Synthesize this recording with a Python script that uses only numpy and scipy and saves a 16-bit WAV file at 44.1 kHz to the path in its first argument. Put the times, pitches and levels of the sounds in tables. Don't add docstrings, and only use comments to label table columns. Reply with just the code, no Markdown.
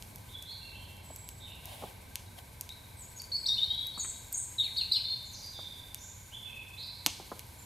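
import sys
import numpy as np
from scipy import signal
from scipy.fft import rfft, irfft, next_fast_len
from scipy.io import wavfile
from scipy.ndimage import map_coordinates

SR = 44100
rng = np.random.default_rng(int(sys.argv[2]) if len(sys.argv) > 2 else 0)


def wav_out(sig):
    wavfile.write(sys.argv[1], SR, np.round(np.clip(np.atleast_2d(sig).T, -1, 1) * 32767).astype(np.int16))


N = 337365


def amp(db):
    return 10 ** (np.asarray(db) / 20)


def unit(x):
    return x / np.sqrt(np.mean(x ** 2) + 1e-20)


def along(points, hz):
    f, v = np.transpose(points)
    return np.interp(np.log(hz + 1), np.log(f + 1), v)


def curve(rows):
    return np.interp(np.arange(N) / SR, *np.transpose(rows))


def wobble(rate, size=N):
    knots = rng.standard_normal(int(size * rate / SR) + 4)
    return map_coordinates(knots, [np.arange(size) * rate / SR])


def filtered(x, response):
    size = x.shape[-1]
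    padded = next_fast_len(size + 8192)
    spectrum = rfft(x, padded) * response(np.fft.rfftfreq(padded, 1 / SR))
    return irfft(spectrum, padded)[..., :size]


def add(track, s, sound):
    part = track[max(round(s * SR), 0):][:len(sound)]
    part += sound[:len(part)]


def placed(x, left_db):
    return x * amp([[left_db / 2], [-left_db / 2]])


def rush(spectrum):
    # (frequency [Hz], left-right correlation)
    likeness = [(60, 0.99), (130, 1), (280, 0.49), (700, 0.35), (1500, 0.11), (3000, 0.58), (8000, 1),
                (12000, 1)]

    def colour(hz):
        turn = np.arccos(np.clip(along(likeness, hz), -1, 1)) / 2
        return amp(along(spectrum, hz)) * [np.cos(turn), np.sin(turn)]

    mid, side = filtered(rng.standard_normal((2, N)), colour)
    return unit(np.array([mid + side, mid - side]))


def forest(x, early_db, early_t60, width):
    # (frequency [Hz], time to fall 60 dB [s])
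    wood_t60 = [(300, 0.99), (1500, 0.55), (3500, 1.34), (8000, 1.06), (14000, 0.93)]
    hz, t, cells = signal.stft(rng.standard_normal((2, SR)), SR, nperseg=256)
    late = amp(-60 * t / along(wood_t60, hz)[:, None])
    early = amp(early_db - 60 * t / early_t60)
    onset = 1 - np.exp(-t / 0.0009)
    tail = signal.istft(cells * (late + early) * onset, SR, nperseg=256)[1]
    tail = tail / np.linalg.norm(tail[0])
    mid, side = signal.fftconvolve(x[None], tail, axes=1)[:, :N]
    return np.array([mid + width * side, mid - width * side]) / np.hypot(1, width)


def night():
    # (frequency [Hz], level before a 2 dB lift [dB])
    engine_orders = [(46, -67), (92.2, -59.5), (115.3, -64)]
    # (frequency [Hz], relative level [dB])
    air_colour = [(12, -41), (20, -10), (34, -13), (65, 0.5), (97, -1.5), (129, -4), (147, -9.5), (177, -9),
                  (364, -18.5), (572, -17.5), (774, -19), (855, -14), (1100, -23.5), (1430, -41),
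                  (2420, -120)]
    # (time [s], level [dB])
    rumble_level = [(0, -53.5), (1.5, -53), (3, -53.5), (7.6, -55.5)]
    # (frequency [Hz], relative level [dB])
    woods_colour = [(800, -6.5), (980, 7), (1200, -8.5), (1400, -7), (1650, -4.5), (1850, -6), (2250, 4),
                    (2800, -10), (4000, -2.5), (5500, -15), (9000, -43)]
    sway_db = .7
    turns = np.cumsum(1 + 0.0056 * wobble(4)) / SR
    drone = np.zeros(N)
    for hz, db in engine_orders:
        level = amp(db + 2 + 1.34 * wobble(3.8))
        drone += level * np.sin(2 * np.pi * (hz * turns + rng.random()))
    rumble = amp(curve(rumble_level) + sway_db * wobble(3.71)) * rush(air_colour)
    chorus = amp(-60.0 + sway_db * wobble(3.03)) * rush(woods_colour)
    return drone + rumble + chorus


def nightjar(rate=25, pitch_hz=1555):
    beat = np.cumsum(rate * (1 + .012 * wobble(5))) / SR
    pulses = (.5 + .5 * np.cos(2 * np.pi * beat)) ** 2
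    tone = np.sin(2 * np.pi * np.cumsum(pitch_hz * (1 + .018 * wobble(120))) / SR)
    level_db = -63.7 + 1.5 * wobble(2) + 2 * wobble(20)
    return amp(level_db) * pulses * tone


def sizzle():
    # (time [s], level before a 2.5 dB lift [dB])
    hiss_level = [(0.0, -59.5), (0.74, -62.5), (1.68, -62.5), (5.01, -59.5), (5.09, -60.5), (6.6, -62),
                  (6.99, -61), (7.65, -59)]
    # (frequency [Hz], relative level [dB])
    hiss_colour = [(2500, -3), (5000, -2.5), (7500, 0.5), (10000, 1.5), (12000, 3), (13500, -0.5),
                   (15500, -12.5)]
    return amp(curve(hiss_level) + 2.5 + 1.3 * wobble(39)) * rush(hiss_colour)


def handling():
    # (time [s], peak level [dB], centre frequency [Hz])
    knocks = [(1.101, -42.5, 520), (1.8228, -36, 726), (1.836, -31.5, 620), (3.975, -37.5, 950),
              (4.045, -39.5, 1730), (5.588, -38, 780), (7.0621, -26.5, 864), (7.197, -36, 710),
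              (7.316, -30.5, 805)]
    # (time [s], level [dB])
    scuff_level = [(1.56, -84), (1.65, -53), (1.74, -49.5), (1.82, -51.5), (1.86, -52), (1.94, -62.5),
                   (2.35, -79), (2.388, -46), (2.42, -81)]
    # (frequency [Hz], relative level [dB])
    cloth_colour = [(150, -16), (400, -16), (620, 8), (1000, 4), (1300, -11), (3200, 2), (6000, -12),
                    (11000, -5), (15000, -13)]
    rebound_s, rebound_db = 0.01, -15.5
    thud_hz, thud_db, thud_grows, heavy_db = 244, -7.5, 1.17, -23
    out, t = np.zeros(N), np.arange(SR // 10) / SR
    rebounds = [(s + rebound_s, db + rebound_db, hz) for s, db, hz in knocks]
    thuds = [(s, heavy_db + thud_db + thud_grows * (db - heavy_db), thud_hz) for s, db, hz in knocks]
    for s, db, centre_hz in knocks + rebounds + thuds:
        burst = rng.standard_normal(len(t)) * amp(-60 * t / 0.047)
        edges_hz = [centre_hz * .55, centre_hz * 1.45]
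        knock = signal.sosfilt(signal.butter(3, edges_hz, "band", fs=SR, output="sos"), burst)
        add(out, s, amp(db) * knock / np.abs(knock).max())
    scuff = amp(curve(scuff_level) + 1.4 * wobble(50.9)) * rush(cloth_colour)
    echoes = amp(-10) * forest(out, early_db=-17, early_t60=0.074, width=0.52)
    return out + echoes + scuff


def ring(modes):
    t = np.arange(SR // 100) / SR
    wave = np.zeros(len(t))
    for hz, width, db in modes:
        wave += amp(db) * np.exp(-np.pi * width * t) * np.sin(2 * np.pi * hz * t)
    no_bass = signal.butter(3, modes[0][0] * .75, "high", fs=SR, output="sos")
    wave = signal.sosfilt(no_bass, wave)
    return wave / np.abs(wave).max()


def pops(count=110):
    # (time [s], peak level [dB], weight of the low ring [dB])
    loud_pops = [(0.0245, -24.5, 6), (.159, -24, -23), (.4254, -25.5, -16), (1.1616, -23, -17),
                 (1.2898, -20, -5.5), (1.6566, -21.5, -24), (2.1567, -11.5, -2), (2.611, -14, -15.5),
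                 (2.6918, -25, 4), (3.219, -22, -10), (3.8703, -21, -30), (4.3276, -16.5, -37),
                 (5.9458, -15.5, -9), (7.063, -1, 7), (7.069, -11, -11), (7.394, -20, -2)]
    # (frequency [Hz], width [Hz], relative level [dB])
    snap_modes = [(6730, 10500, 12.5), (11150, 1600, -0.5)]
    low_modes = [(3450, 2600, -0.5), (6130, 3100, -5.5)]
    high_modes = [(12570, 1100, 0)]
    high_db, high_trade = -19.5, 0.7
    out, snap, low, high = np.zeros(N), ring(snap_modes), ring(low_modes), ring(high_modes)
    ticks = [(a * N / SR, -51 + 19 * b ** 4, -22 + 18 * c) for a, b, c in rng.random((count, 3))]
    for s, db, low_db in loud_pops + ticks:
        wave = snap + amp(low_db) * low + amp(high_db - high_trade * low_db) * high
        add(out, s, amp(db) * wave / np.abs(wave).max())
    t = np.arange(SR // 20) / SR
    logs = rng.standard_normal(len(t)) * (amp(-26 - 60 * t / .008) + amp(-36 - 60 * t / .05))
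    out = out + signal.fftconvolve(out, logs)[:N]
    out = filtered(out, lambda hz: 1 / (1 + (hz / 14800) ** 24))
    trees = forest(out, early_db=6, early_t60=.35, width=.25)
    trees = filtered(trees, lambda hz: 1 / (1 + (hz / 10500) ** 8))
    return placed(out, -.9) + amp(-9) * trees


def slur(s, length, start_hz, held_hz, db, hoarse, glide_s=.018):
    attack_s, release_s = 0.0087, 0.015
    softer_db = -1.5
    t = np.arange(int(length * SR)) / SR
    rise_and_fall = np.minimum(t / attack_s, (length - t) / release_s)
    swell_db = 10 * np.log10(np.clip(rise_and_fall, 1e-6, 1))
    pitch = np.interp(t, [0, glide_s], [start_hz, held_hz])
    return s, pitch, db + softer_db + swell_db, np.clip(hoarse, 0, 1)


def syllable(shape, s, length, hz, db, hoarse):
    share, ratio, shape_db = np.transpose(shape)
    u = np.linspace(0, 1, int(length * SR))
    pitch = hz * np.interp(u, share, ratio)
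    return s, pitch, db + np.interp(u, share, shape_db), np.clip(hoarse, 0, 1)


def song(notes, quaver, rasp, flutter_db, second_db, third_db):
    out = np.zeros(N)
    waver, flutter, buzz = wobble(260), wobble(170), wobble(550)
    for s, pitch, level_db, strain in notes:
        now = np.minimum(round(s * SR) + np.arange(len(pitch)), N - 1)
        unsteady = 1 + quaver * waver[now] + rasp * strain * buzz[now]
        phase = 2 * np.pi * np.cumsum(pitch * unsteady) / SR
        overtones = amp(second_db) * np.sin(2 * phase) + amp(third_db) * np.sin(3 * phase)
        tone = np.sin(phase) + strain * overtones
        add(out, s, amp(level_db + flutter_db * (1 + strain / 2) * flutter[now]) * tone)
    return out


def far_thrush():
    # (time [s], length [s], start pitch [Hz], held pitch [Hz], level before slur softening [dB], hoarseness [0-1])
    far_slurs = [(.275, 0.073, 2990, 3855, -50, .9), (.33, 0.037, 3350, 3510, -42, 0.13),
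                 (.455, 0.095, 3530, 4220, -45, 0.44), (.61, 0.11, 2755, 2700, -48, 0.12),
                 (.73, 0.14, 2800, 3184, -55.5, 0.83), (1.03, 0.22, 8000, 7730, -53.5, .15),
                 (1.4, 0.054, 3620, 3830, -45, 0.67), (1.45, 0.096, 3500, 2783, -52.5, 0.98),
                 (5.241, 0.061, 7350, 6860, -52.5, 0.66), (5.328, 0.039, 6800, 4960, -44, 0.83),
                 (5.419, 0.048, 4850, 4747, -41.5, 0.32), (5.525, .15, 3980, 3590, -44, .45),
                 (5.98, .11, 5900, 6900, -48, 0.86), (6.317, 0.13, 2820, 3483, -42.5, 0.083),
                 (6.448, 0.2, 2786, 2570, -49.5, 0.34), (6.768, 0.088, 3384, 4300, -41, 0.99),
                 (7.58, .05, 7300, 7210, -55.5, 0.11)]
    notes = [slur(*row, glide_s=.028) for row in far_slurs]
    voice = song(notes, quaver=.004, rasp=.063, flutter_db=3.0, second_db=-40, third_db=-50)
    direct = amp(-7) * voice
    scattered = amp(3.0) * forest(voice, early_db=-13, early_t60=0.086, width=0.23)
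    return placed(direct + scattered, -3.1)


def trunks(x, echo_db, count=7):
    out = np.zeros((2, N))
    delays_s, sides_db = rng.uniform(.004, .05, count), rng.normal(0, 2, count)
    for delay, side in zip(delays_s, sides_db):
        out += placed(np.pad(x, (int(delay * SR), 0))[:N], side)
    return amp(echo_db) * out / np.sqrt(count)


def near_phrase():
    # (frequency [Hz], gain [dB])
    throat = [(2200, -16.5), (3000, -11), (3700, -1.5), (4550, -0.5), (5200, -9), (5700, -13), (6500, -3.5),
              (8500, -9.5)]
    # (share of the length [0-1], pitch ratio, relative level [dB])
    scoop_shape = [(0, .92, -9), (.08, 1.01, -0.5), (.3, .975, 1), (.68, 1.015, -2.5), (.87, 1.11, -3),
                   (1, 1.15, -11)]
    chip_shape = [(0, .82, -10), (.1, .98, 3), (.19, 1.09, -5.5), (.33, .9, 0), (.5, .76, -8.5),
                  (1, .53, -8)]
    squeak_hook = [(0, .94, -10), (.09, 1.07, -1), (.19, .82, 1), (.26, .815, 2), (.34, .825, -17)]
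    squeak_upper = [(.38, 1.05, -13), (.46, 1.075, 6), (0.699, 1.08, -8.5), (.85, .96, 2), (1, .88, -9)]
    squeak_lower = [(0.378, .89, -11.5), (0.569, .975, 3), (.74, 1.02, -5.5)]
    # (time [s], length [s], start pitch [Hz], held pitch [Hz], level [dB], hoarseness [0-1])
    near_slurs = [(2.262, .034, 3760, 3920, -55, 0.2), (2.968, 0.061, 8600, 7980, -41.5, 0.42),
                  (3.012, 0.038, 7980, 6820, -43, 1), (3.08, 0.13, 8000, 8010, -50, 0.2),
                  (3.161, 0.036, 6520, 6750, -37.5, 0.3), (3.183, 0.032, 6700, 4540, -35, 0.34),
                  (3.358, 0.15, 8000, 8000, -47.5, 0.2), (3.457, 0.04, 3600, 5650, -26.5, 0.54),
                  (3.563, 0.05, 3820, 3595, -29.5, 0.42), (3.568, .036, 2760, 3044, -31.5, .8),
                  (3.932, 0.1, 3860, 4390, -46, .9), (4.582, 0.046, 3924, 3760, -22.5, 0.54),
                  (4.925, .075, 5500, 5080, -38, 1)]
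    # (time [s], length [s], pitch [Hz], level [dB])
    scoops = [(2.692, 0.041, 3810, -45.5), (3.317, .058, 4430, -27.5), (3.483, .07, 3750, -27),
              (3.615, .034, 3772, -25)]
    squeaks = [(3.978, .135, 7930, -32), (4.321, .125, 8070, -30)]
    # (time [s], length [s], upper pitch [Hz], lower pitch [Hz], level [dB])
    chords = [(3.693, 0.034, 3797, 3220, -30), (3.735, 0.099, 3870, 3380, -32),
              (5.042, 0.13, 4245, 3634, -36)]
    lower_voice_db = -2
    # (time [s], length [s], pitch [Hz], level [dB], level of the second voice [dB])
    chips = [(4.592, .1, 3770, -31, -30), (4.762, .072, 4330, -25.5, -29), (4.914, .08, 4467, -26, -26)]
    second_lag_s, second_length_s, second_start_hz, second_held_hz = 0.041, 0.026, 4380, 4120

    notes = [slur(*row) for row in near_slurs]
    notes += [syllable(scoop_shape, *row, hoarse=0.29) for row in scoops]
    for row in squeaks:
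        for shape in (squeak_hook, squeak_upper, squeak_lower):
            notes.append(syllable(shape, *row, hoarse=0.56))
    for s, length, upper_hz, lower_hz, db in chords:
        notes.append(slur(s, length, upper_hz, upper_hz, db, hoarse=0.19))
        notes.append(slur(s, length, lower_hz, lower_hz, db + lower_voice_db, hoarse=0.19))
    for s, length, hz, db, second_db in chips:
        notes.append(syllable(chip_shape, s, length, hz, db, hoarse=0.84))
        notes.append(slur(s + second_lag_s, second_length_s, second_start_hz, second_held_hz,
                          second_db, hoarse=0.49))
    return [(s, pitch, db + along(throat, pitch), strain) for s, pitch, db, strain in notes]


def near_thrush():
    voice = song(near_phrase(), quaver=.007, rasp=.035, flutter_db=2.8, second_db=-23.5, third_db=-27)
    first_echoes = trunks(voice, echo_db=-14)
    tail = amp(-0.5) * forest(voice, early_db=7.5, early_t60=0.2, width=0.21)
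    return placed(voice + first_echoes + tail, 1.56)


def scene():
    background = night() + nightjar()
    fireside = sizzle() + handling() + pops()
    return background + fireside + far_thrush() + near_thrush()


def record(dry):
    top_hz = 15600
    return filtered(dry, lambda hz: 1 / (1 + (hz / top_hz) ** 80))


dry = scene()
out = record(dry)
wav_out(out)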